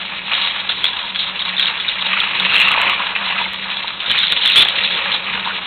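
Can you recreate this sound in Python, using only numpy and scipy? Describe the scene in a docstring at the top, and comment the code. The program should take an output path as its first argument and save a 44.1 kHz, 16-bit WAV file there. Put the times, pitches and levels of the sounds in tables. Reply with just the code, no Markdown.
"""Two small toy trucks lap a plastic slot track on a table, close to the camera's microphone.
Wheels, gears and pickup shoes make dense random chatter that rings the shells, chassis and track.
Joints clack as noise bursts, a guide pin knocks as short tones, loose track slaps and single parts buzz.
Under them the table top drones and rumbles; a short echo of the walls and a faint room tone lie behind.
The camera's narrow sound channel overloads on the loudest passes; one single-sample click is heard."""
import sys
import numpy as np
from scipy import signal
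from scipy.fft import rfft, irfft, next_fast_len
from scipy.io import wavfile
from scipy.ndimage import map_coordinates

SR = 44100
rng = np.random.default_rng(int(sys.argv[2]) if len(sys.argv) > 2 else 0)


def transcribe(signal):
    """Save signal, clipped to [-1, 1], as a 16-bit WAV file at the path in sys.argv[1]."""
    frames = np.atleast_2d(signal).T
    limited = np.clip(frames, -1, 1)
    pcm = np.round(limited * 32767).astype(np.int16)
    wavfile.write(sys.argv[1], SR, pcm)


N = 249606

# Steady background of the place. Each row: frequency in Hz, relative spectrum level in dB.
ROOM_TONE_COLOUR = [(20, -8), (40, 5.5), (130, 3.5), (300, 4), (700, 3), (2000, -21), (5000, -14)]
# Resonance of the table top. Each row: centre in Hz, width in Hz, relative level in dB.
TABLE_MODE = [(190.4, 23, 0)]
# Drone of the table top, before a slight random wobble. Each row: time in seconds, level in dB.
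DRONE_LEVELS = [(0.0, -39.5), (0.6, -50.5), (1.61, -41.5), (1.95, -52.5), (2.08, -35), (2.3, -49.5),
                (2.44, -36), (3.17, -45.5), (3.2, -40.5), (3.86, -42.5), (4.07, -53.5), (4.11, -37.5),
                (4.27, -41.5), (5.06, -44.5), (5.09, -34.5), (5.17, -48), (5.31, -39.5), (5.66, -46.5)]
# Dull rumble of the table legs. Each row: frequency in Hz, relative spectrum level in dB.
LEG_RUMBLE_COLOUR = [(15, -34), (30, -7), (130, -2.5), (300, -4.5), (500, 2), (900, -23), (2000, -83)]
# Dull bumps through the table. Each row: time in seconds, drive of the swell in dB.
TABLE_BUMPS = [(4.1, -34), (4.324, -32.5), (4.591, -27.5), (4.78, -39.5), (4.94, -35.5), (5.358, -41),
               (5.55, -37.5)]
# Hollow slaps of loose track pieces on the table. Each row: start in seconds, peak in dB, ring in Hz.
TRACK_SLAPS = [(0.122, -22, 1093), (0.323, -22.5, 1086), (0.438, -19.5, 1180), (0.694, -26, 1400),
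               (2.116, -20.5, 1153), (2.134, -13, 1160), (2.167, -17, 1366), (2.216, -15.5, 1305),
               (2.264, -18.5, 1200), (2.422, -15.5, 1230), (2.466, -22, 1094), (2.521, -14, 1327),
               (2.543, -14.5, 1218), (2.71, -11, 1261), (2.749, -11, 1070), (2.897, -14, 1216),
               (2.929, -13, 1127), (2.991, -18, 1210), (3.002, -12, 1020), (3.272, -15, 1015),
               (3.303, -19, 823), (3.323, -17, 1124), (3.364, -15, 1290), (3.401, -17, 990),
               (3.414, -12, 923), (3.845, -17, 957), (4.051, -28, 1400), (4.104, -30, 920),
               (4.321, -15, 1424), (4.497, -22, 1430), (4.618, -13.5, 1432), (5.142, -23, 965),
               (5.287, -18, 1210), (5.462, -18, 963), (5.474, -11.5, 1000), (5.508, -16, 1460)]
# Hard knocks of a guide pin.
# Each row: centre in seconds, peak in dB, ring in Hz, length at half strength in ms.
PIN_KNOCKS = [(0.2919, -13, 2650, 2.1), (0.2968, -10.5, 2450, 1.4), (0.342, -6, 3790, 5.1),
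              (0.441, -11, 2820, 4.2), (0.4467, -8, 3700, 2.0), (0.699, -6, 3370, 1.4),
              (0.7125, -6.5, 3250, 1.6), (0.836, -10, 3280, 3.0), (0.8436, 2.5, 3350, 3.2),
              (0.8553, 1, 3350, 3.1), (0.8661, -4.5, 3450, 4), (0.8812, -7, 3330, 1.8),
              (0.934, -10.5, 3400, 4.8), (1.1482, -8.5, 3300, 2.3), (1.16, -5, 3370, 2.2),
              (1.3984, -10.5, 3980, 3.2), (1.409, -9.5, 3700, 3.9), (1.454, -8, 3860, 4.5),
              (1.5676, -7.5, 3530, 2.9), (1.574, -10.5, 3760, 4.3), (1.5833, -6, 3580, 4.6),
              (1.5977, 2, 3320, 3.5), (1.613, -4.5, 3900, 3.0), (1.6216, -6.5, 3800, 3.6),
              (1.6331, -4, 3550, 2.7), (1.658, -3.5, 3240, 1.9), (1.6693, -4.5, 3740, 3.9),
              (1.6843, -4, 2790, 3.2), (1.7776, -10.5, 3450, 4.3), (1.801, -6, 3620, 1.3),
              (1.8052, -7.5, 3460, 4.1), (1.8165, -13.5, 3430, 2.0), (1.8844, -5.5, 3790, 6.5),
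              (1.8893, -3, 3640, 3.6), (2.0122, -8, 3620, 2.7), (2.0587, -9.5, 2790, 4.5),
              (2.1326, -2, 2500, 2.6), (2.1687, -8, 2260, 1.9), (2.1882, -5, 2500, 1.0),
              (2.2008, -8.5, 3350, 1.4), (2.2038, 1, 3520, 2.0), (2.2078, -7, 3300, 2.2),
              (2.215, -7, 3200, 1.2), (2.3992, 2, 3540, 1.6), (2.4433, -7, 2840, 4.5),
              (2.4979, -6, 2780, 4.5), (2.5373, 1, 2690, 2.0), (2.5565, 1.5, 2640, 2.2),
              (2.5615, 1.5, 2660, 3.0), (2.5657, 2.5, 3220, 2.1), (2.582, 0, 2766, 2.5),
              (2.589, -8, 2784, 2.0), (2.593, 1, 2850, 1.6), (2.6015, 2.5, 2630, 2.1),
              (2.6093, 0.5, 2780, 2.4), (2.6172, 2.5, 2490, 4.0), (2.631, 0, 2690, 2.0),
              (2.6851, 2, 2700, 4.1), (2.689, -3, 2700, 1.4), (2.702, -7.5, 2750, 1.8),
              (2.7177, 1.5, 2720, 1.5), (2.7414, -2.5, 2300, 1.2), (2.7729, -8, 2790, 2.5),
              (2.784, -0.5, 2540, 2.5), (2.8170, 2, 2880, 1.6), (2.861, -6.5, 2650, 4.6),
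              (2.898, 0, 2640, 2.1), (3.154, -8.5, 2560, 4.7), (3.1592, -8, 2210, 1.9),
              (3.3036, -8, 2710, 2.4), (3.325, -7.5, 2700, 3.4), (3.458, -11, 2160, 5.8),
              (3.8754, -10.5, 3820, 3.7), (3.8809, -6.5, 3940, 2.6), (4.0042, -6.5, 3100, 1.4),
              (4.0084, -9, 3620, 3.6), (4.065, -8, 3670, 3.4), (4.1002, -5.5, 3300, 4.2),
              (4.1158, 2, 3120, 2.2), (4.1402, -3.5, 2300, 2.0), (4.1835, -1, 3500, 2.1),
              (4.1893, 0, 3600, 2.2), (4.2037, -3, 3680, 4.0), (4.2133, -6, 3520, 1.4),
              (4.2172, -6.5, 3400, 1.4), (4.233, -3, 3830, 4.5), (4.24, -5, 3250, 5.1),
              (4.2707, -4.5, 3930, 3.1), (4.2826, -4.5, 3430, 2.2), (4.3229, 4, 3590, 2.0),
              (4.4183, -6.5, 3200, 4.0), (4.455, 2.5, 3070, 4.4), (4.4604, 3.5, 3530, 3.4),
              (4.4768, 1.5, 3420, 2.0), (4.501, 1.5, 2820, 2.1), (4.522, -1, 3750, 3.3),
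              (4.547, -6.5, 3700, 4.0), (4.5603, 4.5, 3190, 3.5), (4.5949, 4, 3420, 4.0),
              (4.652, -1, 3380, 3.5), (4.6835, -5, 3240, 2), (4.6868, 1, 3250, 2.2),
              (4.8381, -4, 3900, 3.6), (4.8773, -6, 2590, 3.4), (5.3434, -10, 3580, 3.0),
              (5.4498, -10.5, 3700, 2.8)]
# One part buzzing above the rest.
# Each row: centre in seconds, duration in seconds, level in dB, resonance in Hz, its width in Hz.
PART_BUZZES = [(.97, 0.39, -36.5, 1000, 73.5), (2.59, 0.24, -16.5, 2680, 130),
               (2.812, 0.28, -22, 1074, 301), (4.576, 0.034, -5, 3424, 200), (4.619, .04, -7, 3410, 300),
               (4.948, .5, -38, 530, 80)]
# Loud clacks over track joints. Each row: start in seconds, strength in dB, ring in Hz,
# track thump relative to the strength in dB, drive of the after-rattle relative to the strength in dB.
JOINT_CLACKS = [(0.2894, -18, 2560, -25, -16.5), (0.3167, -7, 2750, -24, -9),
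                (0.3372, -10.5, 3920, -17, -26), (0.3736, -15, 3300, -7, -29),
                (0.415, -14.5, 3270, -13, -15), (0.4414, -0.5, 3630, -20.5, -12),
                (0.4815, -10, 3420, -18.5, -16), (0.6931, -0.5, 3200, -16.5, -9.5),
                (0.842, 0, 3430, -23, -20.5), (0.864, -10, 3530, -26, -18), (0.881, -4.5, 3270, -18, -9.5),
                (0.9306, -13, 3340, -13, -26), (1.1483, -5, 3370, -26, -16),
                (1.1592, -2.5, 3330, -39.5, -16.5), (1.1924, -0.5, 3900, -31.5, -12),
                (1.2884, -15.5, 4000, -36, -15.5), (1.3954, 0, 3660, -26, -7.5),
                (1.45, -3, 3800, -32, -20.5), (1.5677, -9, 3560, -16, -16), (1.5826, -1, 3460, -38, -16.5),
                (1.5964, -5, 3460, -29, -16), (1.6212, 0, 3700, -26, -6), (1.6704, 0, 3810, -33, -17),
                (1.776, -9, 3300, -24, -16), (1.7982, -4, 3490, -28, -14.5), (1.8133, -12, 3440, -27, -8),
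                (1.883, -1, 3800, -21.5, -18), (2.0101, -1, 3600, -28, -16), (2.059, -2, 3570, -18.5, -9.5),
                (2.1308, -3.5, 2300, -20, -17), (2.1653, -7.5, 2236, -9.5, -19.5),
                (2.185, -9, 2070, -19, -19.5), (2.1989, -4.5, 3500, -23, -21), (2.2326, -16, 2400, -5, -24),
                (2.3987, -11.5, 3480, -11, -20), (2.4401, -5, 2880, -25, -17.5),
                (2.4618, -8, 2634, -17, -20), (2.4948, -3, 3420, -27, -16), (2.5533, -1, 2710, -29, -19),
                (2.6024, 4, 2680, -16, -24), (2.616, -2, 2670, -16, -26), (2.6824, -7.5, 2604, -20, -19),
                (2.7154, -9, 2740, -12, -18), (2.7715, -7.5, 2610, -2.5, -19),
                (2.816, -5, 2790, -16, -15.5), (2.8584, -4, 2560, -8.5, -11.5),
                (2.8956, -14.5, 2850, -13, -21.5), (3.1552, -5, 2180, -9.5, -16),
                (3.3026, 0.5, 2520, -21, -14), (3.3214, -5.5, 2980, -20, -12.5),
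                (3.3831, -10, 2180, -13.5, -16), (3.3991, -18, 2650, -13.5, -22),
                (3.4426, -18, 3900, -25, -28.5), (3.4565, -10, 2150, -9, -35),
                (3.8745, -11, 3900, -13, -25), (4.0027, -4, 3500, -30, -33), (4.0634, -1.5, 3730, -34, -15),
                (4.0984, 1.5, 3500, -18, -8), (4.141, -5.5, 3300, -15, -24), (4.18, -2, 3440, -28, -5),
                (4.232, 5, 3400, -31, -11), (4.2701, -1, 3880, -36.5, -27), (4.282, -15, 3400, -24, -29),
                (4.3209, 2.5, 3580, -22.5, -16), (4.366, -12, 3200, -18, -25),
                (4.4152, -0.5, 3360, -36, -5.5), (4.4517, 11, 3470, -26, -13),
                (4.4974, -3, 2880, -36, -19.5), (4.519, -3, 3740, -25, -17), (4.559, 4, 3430, -27, -18),
                (4.5951, 6.5, 3310, -35, -22), (4.6504, -6, 3440, -13, -18), (4.6871, -5.5, 3370, -22, -18),
                (4.7587, -1.5, 3680, -20.5, -21), (4.8341, -4, 3730, -15.5, -20),
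                (4.9053, -2, 3390, -26, -16), (5.0536, -5.5, 2520, -14.5, -30.5),
                (5.1202, -9.5, 3450, -26, -10), (5.1429, -10.5, 3700, -9, -13.5),
                (5.2677, -12.5, 2640, -19.5, -5.5), (5.334, -6.5, 2150, -16, -18.5),
                (5.449, -6, 3800, -18, -16)]
# Running chatter, rising as a truck comes near the microphone.
# Each row: time in seconds, shell level in dB, chassis level in dB, track level in dB.
RUNNING_LEVELS = [(0, -28.5, -26.5, -33), (.25, -27, -28, -35), (.33, -23, -23.5, -25.5),
                  (.5, -25, -24.5, -31.5), (.6, -27.5, -28.5, -31.5), (.81, -25, -28, -34),
                  (.9, -28.5, -25.5, -33.5), (1.05, -23, -29.5, -32), (1.13, -32.5, -32.5, -37.5),
                  (1.22, -25.5, -29.5, -31.5), (1.49, -25.5, -25.5, -31.5), (1.55, -36.5, -30, -30.5),
                  (1.68, -27, -22.5, -27.5), (1.95, -29.5, -27.5, -34.5), (2.1, -26.5, -20, -28.5),
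                  (2.35, -24.5, -22, -28), (2.57, -19.5, -17, -23), (2.78, -21, -19, -22.5),
                  (2.92, -23.5, -19.5, -27.5), (3.05, -29, -24, -26), (3.4, -24.5, -26.5, -26),
                  (3.5, -30, -28, -33.5), (3.8, -27, -27.5, -30.5), (3.97, -31.5, -34.5, -36),
                  (4.1, -25, -21, -29.5), (4.36, -22, -22.5, -31.5), (4.55, -16, -19.5, -28.5),
                  (4.57, -17.5, -14.5, -21.5), (4.63, -14.5, -11.5, -24.5), (4.64, -23.5, -26, -27.5),
                  (4.75, -24, -22, -29), (4.9, -24, -20.5, -30), (5.1, -22.5, -22.5, -26.5),
                  (5.23, -32, -30, -33), (5.36, -24.5, -22, -25.5), (5.66, -29, -28, -33)]
# Resonances of the body shells. Each row: centre in Hz, width in Hz, relative level in dB.
SHELL_MODES = [(3330, 403, -1), (3632, 233, 2.5), (3740, 170, 3.5), (4130, 380, -7.5)]
# Resonances of the chassis. Each row: centre in Hz, width in Hz, relative level in dB.
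CHASSIS_MODES = [(2917, 280, -1.5), (2640, 232, 4), (2437, 363, 1.5), (1890, 270, -4.5)]
# Resonances of the track. Each row: centre in Hz, width in Hz, relative level in dB.
TRACK_MODES = [(554, 93, -8), (916, 185, -4), (1144, 157, -1.5), (1307, 295, -5), (1730, 110, -4.5)]
# The camera's narrow sound channel. Each row: frequency in Hz, gain in dB.
CHANNEL_RESPONSE = [(3800, -0.5), (4100, -3.5), (4300, -7), (4500, -20), (4750, -39.5), (5100, -120)]

RUMBLE_DB, RUMBLE_GROWS = -50, 0.53  # middle level; dB gained per dB of track chatter
BUMP_RISE_S, BUMP_T60_S = 0.026, .25
BUZZ_EVEN, DRONE_EVEN = .5, .25  # how far a ringing part holds its strength steady, 0-1
SLAP_RISE_S, SLAP_T60_S = 0.00025, 0.03
KNOCK_GRIT = 0.5  # broad crack mixed into the ring
DIP_S, DIP_SHARE = .002, .65  # dip under a knock: extra half-length, share of chatter turned down
CLACK_S, CLACK_RISE_S, CLACK_T60_S = 0.0064, 0.0022, 0.021  # bounces, then decay
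BLOW_SHARE = .3  # peak of a clack's ringing burst, as a share of its strength
SMALL_PER_S, SMALL_THUMP_DB = 14, -15  # lesser clacks: rate, thump relative to strength
SMALL_OVER_DB, SMALL_SPREAD_DB = 9, 2  # over the running chatter; random spread
SMALL_LOW_HZ, SMALL_HIGH_HZ = 2300, 3900
SHELL_ABOVE_HZ = 3100  # clacks ringing from here up rattle the shell, lower ones the chassis
RATTLE_RISE_S, RATTLE_LEAD_S, RATTLE_T60_S = 0.0014, 0.0028, 0.12  # swells just before the blow
CHATTER_CEILING = .6  # soft ceiling on the summed chatter and clacks
OVERLOAD, TOP_HZ = .7, 15850  # hard clip level; top of the channel
CLICK_S, CLICK_DB = 3.534, -21  # single-sample click, level ahead of the last filter


def amp(db):
    """Gain of a level in dB."""
    return 10 ** (np.asarray(db) / 20)


def unit(x):
    """x at rms 1."""
    return x / np.sqrt(np.mean(x ** 2) + 1e-20)


def along(points, hz):
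    """Values of (Hz, value) points, read on a log axis."""
    f, v = np.transpose(points)
    return np.interp(np.log(hz + 1), np.log(f + 1), v)


def curves(rows):
    """One value per sample for each column after the time."""
    s, *cols = np.transpose(rows)
    return [np.interp(np.arange(N) / SR, s, c) for c in cols]


def wobble(rate):
    """A smooth random curve, rate knots a second."""
    return map_coordinates(rng.standard_normal(N // 100), [np.arange(N) * rate / SR])


def filtered(x, response):
    """x times a response given as a function of frequency."""
    m = next_fast_len(N + SR // 2)
    return irfft(rfft(x, m) * response(np.fft.rfftfreq(m, 1 / SR)), m)[..., :N]


def coloured_noise(points):
    """Noise at rms 1 with the given spectrum."""
    return unit(filtered(rng.standard_normal(N), lambda hz: amp(along(points, hz))))


def banded(noise, low_hz, high_hz):
    """Noise held between two frequencies."""
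    band = signal.butter(2, [low_hz, high_hz], "band", fs=SR, output="sos")
    return signal.sosfilt(band, noise)


def resonate(x, modes):
    """x ringing through a few resonances, summed with alternating sign."""
    def response(f):
        total = 0
        for k, (centre, width, db) in enumerate(modes):
            damping = 1j * f * width
            total = total + (-1) ** k * amp(db) * damping / (centre ** 2 - f ** 2 + damping)
        return total
    return filtered(x, response)


def steadied(x, share):
    """A narrow ringing with its swells partly evened out."""
    envelope = np.abs(signal.hilbert(x, next_fast_len(N))[:N])
    return unit(x / (envelope + .1) ** share)


def chatter(per_s, spread_db, scrape_db):
    """Irregular tiny knocks, a few much stronger than the rest, over a steady scrape."""
    draw = rng.random((3, N))
    size = amp(-spread_db * np.log(draw[1] + 0.00039)) * np.sign(draw[2] - .5)
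    hits = unit(size * (draw[0] < per_s / SR))
    return hits + amp(scrape_db) * rng.standard_normal(N)


def track_ring(x):
    """The track's modes; being thin, it radiates little bass."""
    return filtered(resonate(x, TRACK_MODES), lambda f: (f / 750) ** 2 / (1 + (f / 750) ** 2))


def room_tone():
    """A faint steady noise of the place, far behind the track."""
    return amp(-43.5) * coloured_noise(ROOM_TONE_COLOUR)


def room(x):
    """A short diffuse answer of the walls: decaying noise that starts after 4 ms."""
    t = np.arange(SR // 3) / SR
    tail = rng.standard_normal(len(t)) * amp(-60 * t / 0.26) * (t > .004)
    return signal.fftconvolve(x, tail / np.linalg.norm(tail))[:N]


def table_drone():
    """The motors keep one low mode of the table top droning: noise rings it twice over."""
    ring = resonate(resonate(rng.standard_normal(N), TABLE_MODE), TABLE_MODE)
    level_db = curves(DRONE_LEVELS)[0] + 1.2 * wobble(7.9)
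    return amp(level_db) * steadied(unit(ring), DRONE_EVEN)


def table_rumble():
    """The legs rumble with the track chatter, and bump now and then as brief swells."""
    track_db, t = curves(RUNNING_LEVELS)[2], np.arange(N) / SR
    level = amp(RUMBLE_DB + RUMBLE_GROWS * (track_db - track_db.mean()) + 4.6 * wobble(4.8))
    for s, db in TABLE_BUMPS:
        after = np.maximum(t - s + BUMP_RISE_S, 0)
        swell = amp(-60 * after / BUMP_T60_S) * (1 - np.exp(-after / BUMP_RISE_S))
        level = level + 2 * amp(db) * swell
    return level * coloured_noise(LEG_RUMBLE_COLOUR)


def slaps():
    """A loose piece of track rings low for a moment, as a decaying sine."""
    out, t = np.zeros(N + SR), np.arange(SR // 10) / SR
    shape = amp(-60 * t / SLAP_T60_S) * (1 - np.exp(-t / SLAP_RISE_S))
    for s, db, hz in TRACK_SLAPS:
        out[round(s * SR):][:len(t)] += amp(db) * shape / shape.max() * np.sin(2 * np.pi * hz * t)
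    return out[:N]


def knocks():
    """A hard knock rises fast, rings for a few cycles and carries some grit."""
    out, t = np.zeros(N + SR), np.arange(SR // 50) / SR
    grit = banded(rng.standard_normal((len(PIN_KNOCKS), len(t))), 1500, 4300)
    for (s, db, hz, length_ms), crack in zip(PIN_KNOCKS, grit):
        rise = length_ms / 2450  # seconds; this shape is 2.45 rises long at half strength
        shape = t / rise * np.exp(1 - t / rise)
        start = round((s - 1.46 * rise) * SR)  # puts the middle of the half-strength span at s
        blow = shape * (np.cos(2 * np.pi * hz * (t - rise)) + KNOCK_GRIT * unit(crack))
        out[start:][:len(t)] += amp(db) * blow / np.abs(blow).max()
    return out[:N]


def chatter_dips():
    """The chatter is turned down for a moment under each knock, so the knock stands clear."""
    gain, t = np.ones(N + SR), np.arange(-SR // 50, SR // 50) / SR
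    for s, _, _, length_ms in PIN_KNOCKS:
        dip = np.exp(-(t / (DIP_S + length_ms / 2000)) ** 4)
        gain[round(s * SR) - SR // 50:][:len(t)] *= 1 - DIP_SHARE * dip
    return gain[:N]


def buzzes():
    """Dense chatter rings a single resonance for a while."""
    t, out = np.arange(N) / SR, np.zeros(N)
    for s, length, db, hz, width in PART_BUZZES:
        ring = unit(resonate(chatter(760, spread_db=1.5, scrape_db=-1.5), [(hz, width, 0)]))
        swell = np.exp(-(2 * (t - s) / length) ** 4)
        out += amp(db) * swell * steadied(ring, BUZZ_EVEN)
    return out


def small_clacks(count):
    """Lesser clacks fall at random, a little over the running chatter around them."""
    draw = rng.random((count, 3))
    s = (np.arange(count) + draw[:, 0]) / SMALL_PER_S
    shell_db, chassis_db, _ = curves(RUNNING_LEVELS)
    at = np.minimum((s * SR).astype(int), N - 1)
    hz = SMALL_LOW_HZ + (SMALL_HIGH_HZ - SMALL_LOW_HZ) * draw[:, 1]
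    spread_db = -SMALL_SPREAD_DB * np.log(draw[:, 2] + 0.2)
    db = (shell_db[at] + chassis_db[at]) / 2 + SMALL_OVER_DB + spread_db
    rows = np.transpose([s, db, hz, np.full(count, SMALL_THUMP_DB)])
    return [tuple(row) for row in rows if row[0] < N / SR]


def clacks():
    """Each joint gives a short burst of bounces that rings the plastic and thumps the track."""
    ring, thump, t = np.zeros(N + SR), np.zeros(N + SR), np.arange(SR // 10) / SR
    rows = JOINT_CLACKS + small_clacks(count=120)
    noise = rng.standard_normal((len(rows), 2, len(t)))
    plastic = banded(noise[:, 1], 1900, 4200)
    shape = amp(-60 * np.maximum(t - CLACK_S, 0) / CLACK_T60_S) * (1 - np.exp(-t / CLACK_RISE_S))
    pole = np.exp(-np.pi * 280 / SR)  # a resonance 280 Hz wide
    for (s, db, hz, thump_db, *_), (a, b), wide in zip(rows, noise, plastic):
        resonator = [1, -2 * pole * np.cos(2 * np.pi * hz / SR), pole ** 2]
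        tone = unit(signal.lfilter([1, 0, -1], resonator, a))
        burst = shape * (tone + 1.3 * unit(wide))
        start = round(s * SR)
        ring[start:][:len(t)] += BLOW_SHARE * amp(db) * burst / np.abs(burst).max()
        thump[start:][:len(t)] += amp(db + thump_db) * shape * b
    passed = np.std(track_ring(noise.ravel()[:N]))  # share of a broad blow that the track's modes pass
    return ring[:N] + track_ring(thump[:N]) / passed


def rattles():
    """After a loud clack the shell or the chassis goes on rattling for a moment: a gain for each."""
    kicks, t = np.zeros((2, N)), np.arange(SR // 3) / SR
    for s, db, hz, _, rattle_db in JOINT_CLACKS:
        part = int(hz < SHELL_ABOVE_HZ)  # 0 shell, 1 chassis
        kicks[part, round((s - RATTLE_LEAD_S) * SR)] += amp(db + rattle_db)
    swell = amp(-60 * t / RATTLE_T60_S) * (1 - np.exp(-t / RATTLE_RISE_S))
    return np.abs(signal.fftconvolve(kicks, swell[None], axes=1)[:, :N])


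def trucks():
    """One jolting motion shakes shell, chassis and track; each part also rattles on its own."""
    shell_db, chassis_db, track_db = curves(RUNNING_LEVELS)
    shell_rattle, chassis_rattle = rattles()
    jolt = 1.52 * wobble(110) + 1.0 * wobble(22.08)  # dB
    shared = chatter(450, spread_db=2.5, scrape_db=-5)
    shell = resonate(shared + 1.3 * chatter(450, spread_db=1.5, scrape_db=-4.5), SHELL_MODES)
    chassis = resonate(shared + 1.2 * chatter(600, spread_db=2.5, scrape_db=-3.0), CHASSIS_MODES)
    track = track_ring(shared + 1.0 * chatter(300, spread_db=1.0, scrape_db=-2))
    shell = unit(amp(1.23 * jolt + 1.7 * wobble(35)) * shell)
    chassis = unit(amp(1.14 * jolt + 0.93 * wobble(30)) * chassis)
    track = unit(amp(.5 * jolt + 1.2 * wobble(24.96)) * track)
    return ((amp(shell_db) + shell_rattle) * shell
            + (amp(chassis_db) + chassis_rattle) * chassis
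            + amp(track_db) * track)


def scene():
    """Trucks close by with their echo off the walls, the table under them and the background."""
    running = trucks() + clacks()
    running = running / (1 + np.abs(running / CHATTER_CEILING) ** 4) ** (1 / 4)
    near = chatter_dips() * (running + buzzes()) + knocks() + slaps()
    table = table_drone() + table_rumble()
    return (near + amp(-12.0) * room(near) + table + room_tone())[None]


def record(dry):
    """The input stage saturates, a narrow channel follows, and the last peaks clip hard, spraying treble."""
    squeezed = dry / (1 + np.abs(dry / 0.8) ** 5) ** (1 / 5)
    narrow = filtered(squeezed, lambda hz: amp(along(CHANNEL_RESPONSE, hz)))
    clipped = np.clip(narrow, -OVERLOAD, OVERLOAD)
    click = amp(CLICK_DB) * (np.arange(N) == round(CLICK_S * SR))
    return filtered(clipped + click, lambda hz: hz < TOP_HZ)


dry = scene()
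out = record(dry)
transcribe(out)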